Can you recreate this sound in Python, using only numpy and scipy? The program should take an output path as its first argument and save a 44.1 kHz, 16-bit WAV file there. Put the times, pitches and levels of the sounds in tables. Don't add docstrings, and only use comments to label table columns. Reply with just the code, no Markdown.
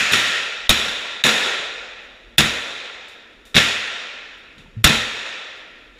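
import sys
import numpy as np
from scipy import signal
from scipy.fft import rfft, irfft
from scipy.io import wavfile
from scipy.ndimage import uniform_filter1d

SR = 44100
rng = np.random.default_rng(int(sys.argv[2]) if len(sys.argv) > 2 else 0)


def pcm_store(signal):
    levels = np.round(np.clip(np.atleast_2d(signal), -1, 1) * 32767)
    wavfile.write(sys.argv[1], SR, levels.astype(np.int16).T)


def gain_from_decibels(decibels):
    exponent = np.asarray(decibels, float) / 20
    return 10 ** exponent


N = 264314


def evened(x):
    return x / np.sqrt(np.mean(x ** 2) + 1e-20)


def read(points, hz):
    f, value = np.transpose(points)
    return np.interp(np.log(hz + 1), np.log(f + 1), value)


def add(mix, s, sound):
    part = mix[round(s * SR):][:len(sound)]
    part += sound[:len(part)]


# (frequency [Hz], width [Hz], level [dB])
CASING = [(1369, 93, 8.5), (1832, 230, 4.5), (2535, 320, 5), (3610, 600, 7), (10330, 1200, 4),
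          (5600, 200, 5.5), (6880, 380, 6.5)]


def casing_db(hz):
    return sum(db / (1 + (2 * (hz - f) / width) ** 2) for f, width, db in CASING)


# (frequency [Hz], density [dB per Hz])
HALL = [(40, -39), (70, -10), (170, -31.5), (225, -0.5), (300, -13.5), (450, -8.5), (800, -13), (1200, -12),
        (1750, -6.5), (4000, -8.5), (4230, -13.5), (7700, -19), (8500, -23), (15500, -32.5)]


def colour_db(hz):
    return read(HALL, hz) + casing_db(hz)


def octaves_up(hz):
    return np.log2(np.maximum(hz, 4000) / 4000)


# (frequency [Hz], density [dB per Hz])
AIR = [(25, -13.5), (90, -9.5), (150, -18), (228, -6.5), (486, -8.5), (800, -24.5), (1360, -19.5),
       (3700, -32.5), (4600, -31), (7500, -37), (8800, -42), (15300, -48.5)]
AIR_DB, RUMBLE_DB = -54.5, -71.5
# (time [s], level [dB], rise [s], fall [s])
SWELLS = [
    (.78, -50.5, .15, 0.16),
    (1.85, -60.5, .25, .4),
    (2.48, -52, .3, 0.13),
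    (3.48, -58, .12, .2),
    (4.6, -56.5, 0.24, .3),
    (4.92, -45.5, 0.12, 0.18),
    (5.99, -58, 0.25, .1),
]


def ventilation():
    hz = np.fft.rfftfreq(N, 1 / SR)
    t = np.arange(N) / SR
    air_gain = gain_from_decibels(read(AIR, hz) + casing_db(hz))
    air = evened(irfft(rfft(rng.standard_normal(N)) * air_gain, N))
    rumble_gain = 1 / (1 + (abs(hz - 42) / 16) ** 4)
    rumble = evened(irfft(rfft(rng.standard_normal(N)) * rumble_gain, N))
    swell = np.zeros(N)
    for s, db, rise_s, fall_s in SWELLS:
        swell += gain_from_decibels(db) * np.exp(-((t - s) / np.where(t < s, rise_s, fall_s)) ** 2)
    return gain_from_decibels(AIR_DB) * air + (gain_from_decibels(RUMBLE_DB) + swell) * rumble


# (time [s], level [dB])
HANDLING = [
    (4.45, -62.5),
    (4.562, -62),
    (4.6, -47),
    (4.638, -60),
    (4.66, -47),
    (4.73, -63),
    (4.77, -33),
]


def add_handling(mix):
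    s, level_db = np.transpose(HANDLING)
    t = np.arange(s[0], s[-1], 1 / SR)
    band = signal.butter(2, [80., 250.], "band", fs=SR, output="sos")
    scuff = evened(signal.sosfilt(band, rng.standard_normal(len(t))))
    add(mix, s[0], scuff * gain_from_decibels(np.interp(t, s, level_db)) * signal.windows.tukey(len(t), .2))


# (frequency [Hz], width [Hz], level [dB])
SHELL = (3700, 390, 6)
RISE_S = 0.0011


def burst(seconds, tilt_db, t60):
    hz = abs(np.fft.fftfreq(4096, 1 / SR))
    shell_hz, shell_width, shell_db = SHELL
    ring_db = shell_db / (1 + (2 * (hz - shell_hz) / shell_width) ** 2)
    gain_db = colour_db(hz) + ring_db + tilt_db * octaves_up(hz)
    log_gain = np.log(gain_from_decibels(np.maximum(gain_db, -100)))
    phase = -signal.hilbert(log_gain).imag
    taps = np.fft.ifft(np.exp(log_gain + 1j * phase)).real[:2048]
    t = np.arange(round(seconds * SR)) / SR
    puff = rng.standard_normal(len(t)) * gain_from_decibels(-60 * t / t60) * np.minimum(t / RISE_S, 1) ** 2
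    return signal.oaconvolve(puff, taps / np.linalg.norm(taps))


# (time [s], level [dB], brightness [dB per octave], t60 [s])
TICKS = [
    (2.019, -57, 4, .35),
    (3.082, -46.5, 4, 0.34),
    (3.452, -47.5, 6, 0.52),
    (4.375, -58, 6, .2),
    (4.579, -45.5, -1.5, 0.33),
    (5.565, -60, 6, 0.25),
    (5.949, -54.5, -13, 0.56),
    (5.984, -47.5, -2, .3),
]


def add_ticks(mix):
    for s, db, tilt_db, t60 in TICKS:
        add(mix, s, gain_from_decibels(db) * burst(.3, tilt_db, t60))


# (time [s], level [dB], frequency [Hz], t60 [s])
KNOCKS = [
    (.716, -28.5, 330, 0.25),
    (1.6, -27.5, 447.1, 0.052),
    (2.386, -20.5, 322, 0.2),
    (3.084, -47, 7650, .03),
    (3.8, -51, 250, 0.027),
    (4.642, -51, 298, 0.023),
    (4.66, -45, 899, 0.041),
    (4.845, -18, 303, 0.14),
    (5.81, -82, 11380, .5),
    (5.959, -45.5, 484, 0.15),
]


def add_knocks(mix):
    t = np.arange(9000) / SR
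    for s, db, hz, t60 in KNOCKS:
        add(mix, s, gain_from_decibels(db - 60 * t / t60) * np.sin(2 * np.pi * hz * t))


# (frequency [Hz], t60 [s], readiness [dB])
BOOTH = [
    (35, 0.058, -11.5),
    (70.6, 0.5, -2),
    (110, 0.67, -10),
    (150, 0.23, 2.9),
    (221, 0.34, -0.4),
]


def boom(db, centre_hz, fall_db):
    t = np.arange(SR) / SR
    detune = rng.uniform(1.04, 1.1, len(BOOTH))
    total = np.zeros(SR)
    for (hz, t60, ready_db), ratio in zip(BOOTH, detune):
        mode_db = db + ready_db - fall_db * abs(np.log2(hz / centre_hz))
        pair = np.sin(2 * np.pi * hz * t) + 0.26 * np.sin(2 * np.pi * hz * ratio * t)
        total += gain_from_decibels(mode_db - 60 * t / t60) * pair
    return total * np.sin(np.pi / 2 * np.minimum(t / .006, 1)) ** 2


# (time [s], level [dB], favoured frequency [Hz], fall away from it [dB per octave])
BOOMS = [(.001, -35.5, 221, 3.5), (0.117, -16, 121, 47), (0.692, -25, 221, 1.5), (1.243, -26, 150, 24),
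         (2.383, -17, 161.5, 5), (2.432, -23.5, 185, 12.5), (3.552, -17, 160, 7.5), (4.766, -14, 110, 66),
         (4.769, -36.5, 221, 40.5), (4.843, -9, 116.7, 19), (4.893, -14.5, 192, 15)]


def add_booms(mix):
    for s, *blow in BOOMS:
        add(mix, s, boom(*blow))


# (time [s], level [dB])
THUMPS = [
    (.694, -8),
    (2.432, -24),
    (4.842, -6),
]


def add_thumps(mix):
    floor_hz, _, floor_ready_db = BOOTH[0]
    for s, db in THUMPS:
        add(mix, s, boom(db - floor_ready_db, floor_hz, 40))


# (time [s], signed height, frequency [Hz])
PUSHES = [
    (0.693, 0.15, 87.6),
    (2.3829, 0.2, 214),
    (3.553, 0.15, 115),
    (4.8413, -0.35, 68.6),
    (4.893, 0.16, 150),
]


def add_pushes(mix):
    t = np.arange(4000) / SR
    for s, height, hz in PUSHES:
        swing = np.sin(2 * np.pi * hz * t) * np.exp(-t * hz * .9)
        add(mix, s, 1.2 * height * swing)


# (frequency [Hz], loss [dB per s])
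LOSS = [(50, 30), (150, 40.5), (250, 24.5), (500, -8.5), (1000, -4.5), (2500, -5.5), (5000, 3),
        (8000, 14.5), (11000, 36), (15000, 49)]
TAIL_DB_PER_S, DROOP_DB_PER_S2 = 26, 5
FAR_END_S, FAR_END_SPREAD_S = 0.26, 0.15


def echo(start, end, tail_db, early_db, early_s, return_db, age, tilt_db, bass_db, shell_db):
    t = np.arange(round((end - start) * SR)) / SR
    level_db = (tail_db - TAIL_DB_PER_S * t - DROOP_DB_PER_S2 * t ** 2
                + early_db * np.exp(-t / early_s)
                + return_db * np.exp(-((t - FAR_END_S) / FAR_END_SPREAD_S) ** 2))
    frames = len(t) // 256 + 5
    hz = np.fft.rfftfreq(1024, 1 / SR)
    real, imag, patches = rng.standard_normal((frames, 513, 3)).T
    patches = uniform_filter1d(patches, size=8, axis=0)
    patches = evened(uniform_filter1d(patches, size=8, axis=1))
    shell = shell_db / (1 + ((hz - 3750) / 350) ** 4)
    bass = bass_db / (1 + (hz / 1100) ** 4)
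    young_db = colour_db(hz) + shell + tilt_db * octaves_up(hz) + bass
    ages = age + np.arange(frames) * 256 / SR
    gain = gain_from_decibels(young_db[:, None] - read(LOSS, hz)[:, None] * (ages - 0.0383) + 0.9 * patches)
    gain /= np.sqrt((gain[28:105] ** 2).sum(0))
    wash = signal.istft((real + 1j * imag) * gain, nperseg=1024, noverlap=768)[1][:len(t)] / np.sqrt(3)
    clumps = evened(uniform_filter1d(rng.standard_normal(len(t)), size=120))
    clump_db = (0.51 + 4.2 * np.exp(-(t + age) / 0.03)) * clumps
    fade_in = np.clip(t / 0.0096 + (start < .01), 0, 1)
    fade_out = np.clip((t[-1] - t) / 0.008, 0, 1)
    return wash * gain_from_decibels(level_db + clump_db) * np.minimum(fade_in, fade_out)


# (time [s], long tail level [dB], early surplus [dB], surplus fade [s], far-end return [dB])
SHOTS = [
    (0.0, -12, 1, .05, 2.5),
    (.122, -11, 4, 0.067, 2),
    (.697, -11.5, 8.5, 0.025, -1),
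    (1.243, -11, 5, 0.069, 2.5),
    (2.385, -13.5, 10.5, 0.053, -2.3),
    (3.567, -11.5, 8.5, 0.068, -0.8),
    (4.848, -10.5, 6, 0.12, -4),
]
# (echo age at start [s], brightness [dB per octave above 4 kHz], bass [dB], shell ring [dB])
LANES = [
    (0.16, -1.7, -6, -6),
    (0.042, -1.5, -3.2, -2),
    (0.0066, -1, 1.1, 2),
    (0.11, 1.4, 3.5, 1),
    (0.011, -1, 2, 0.5),
    (0.04, -3, -2.6, -2.5),
    (0.0099, -2, 0, -0.5),
]


def add_echoes(mix):
    ends = [row[0] + .008 for row in SHOTS[1:]] + [N / SR + .05]
    for (s, *levels), end, lane in zip(SHOTS, ends, LANES):
        add(mix, s, echo(s, end, *levels, *lane))


def add_crack(mix, s, db, tilt_db, ring_ms):
    add(mix, s, gain_from_decibels(db - 6) * burst(.04, tilt_db, 3.3 * ring_ms / 1000))


# (time [s], peak level [dB], brightness [dB per octave], ring [ms])
FAR = [(0.112, -10, -1, 12), (0.122, -5, 8, 6), (.135, -2.5, 3, 10.6), (1.238, 2, 1.5, 7.4),
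       (1.243, -3, 2, 9), (1.254, -4, -1.5, 5), (1.2644, -2.5, 3, 11), (1.29, -1, -5, 14),
       (3.5434, -8.5, -8, 15), (3.5485, -5.5, -1, 13), (3.556, -0.5, 2, 10), (3.5643, 9.5, -10, 7.4),
       (3.57, 3, 3, 4.5), (3.579, 1, -6, 3.8), (3.585, -13, -5, 2.7)]


def add_far_shots(mix):
    for crack in FAR:
        add_crack(mix, *crack)


# (time [s], level [dB], brightness [dB per octave], ring factor)
NEAR = [
    (.6934, 6.5, 6, 0.91),
    (2.382, 10, 5.5, 0.79),
    (4.8424, 10, 5, 1.1),
]
# (delay [s], level [dB], brightness [dB per octave], ring [ms])
SEQUENCE = [
    (-.008, -40.5, 0, 14),
    (-.004, -28, -6.5, 9),
    (-.002, -23.5, -6, 6),
    (-.0006, 1, 1, 9.3),
    (.0075, -5.5, -0.5, 8.1),
    (.0145, -12.5, -5, 2.4),
    (0.0239, -8.5, -3.5, 2.5),
    (.031, -12.5, 7.5, 3.5),
    (0.051, -15, -8, 5.3),
]


def add_near_shots(mix):
    for s, db, tilt_db, ring in NEAR:
        for delay_s, step_db, step_tilt_db, ring_ms in SEQUENCE:
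            add_crack(mix, s + delay_s, db + step_db, tilt_db + step_tilt_db, ring * ring_ms)


def scene():
    mix = ventilation()
    add_handling(mix)
    add_ticks(mix)
    add_knocks(mix)
    add_booms(mix)
    add_thumps(mix)
    add_pushes(mix)
    add_echoes(mix)
    add_far_shots(mix)
    add_near_shots(mix)
    return mix[None]


def treble_gate(x, under_db):
    edge_hz = 15300
    hz, _, z = signal.stft(x, SR, nperseg=512)
    hz = hz[:, None]
    bands = uniform_filter1d(uniform_filter1d(abs(z) ** 2, size=3, axis=1), size=9, axis=2)
    loudest = bands[:, 12:].max(1, keepdims=True)
    faint = bands < gain_from_decibels(-2 * under_db) * loudest * (hz / 13000) ** 8
    faint = faint & (hz > 11800)
    return signal.istft(z * ~faint * (hz < edge_hz), SR, nperseg=512)[1][:, :N]


def low_pass(x):
    return signal.sosfilt(signal.butter(12, 16470, fs=SR, output="sos"), x)


def record(dry):
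    power = uniform_filter1d(np.diff(dry[0], prepend=0) ** 2, size=100)
    coming = uniform_filter1d(1. * (power > .06), size=800, origin=-399) > 1e-6
    begun = uniform_filter1d(1. * (power > .0004), size=600, origin=299) > 1e-6
    duck_db = -12 * uniform_filter1d(1. * coming, size=300, origin=149) * ~begun
    saturated = np.clip(dry * gain_from_decibels(duck_db), -.93, .93)
    thinned = treble_gate(saturated, under_db=50)
    return low_pass(np.clip(thinned, -1, 1))


dry = scene()
out = record(dry)
pcm_store(out)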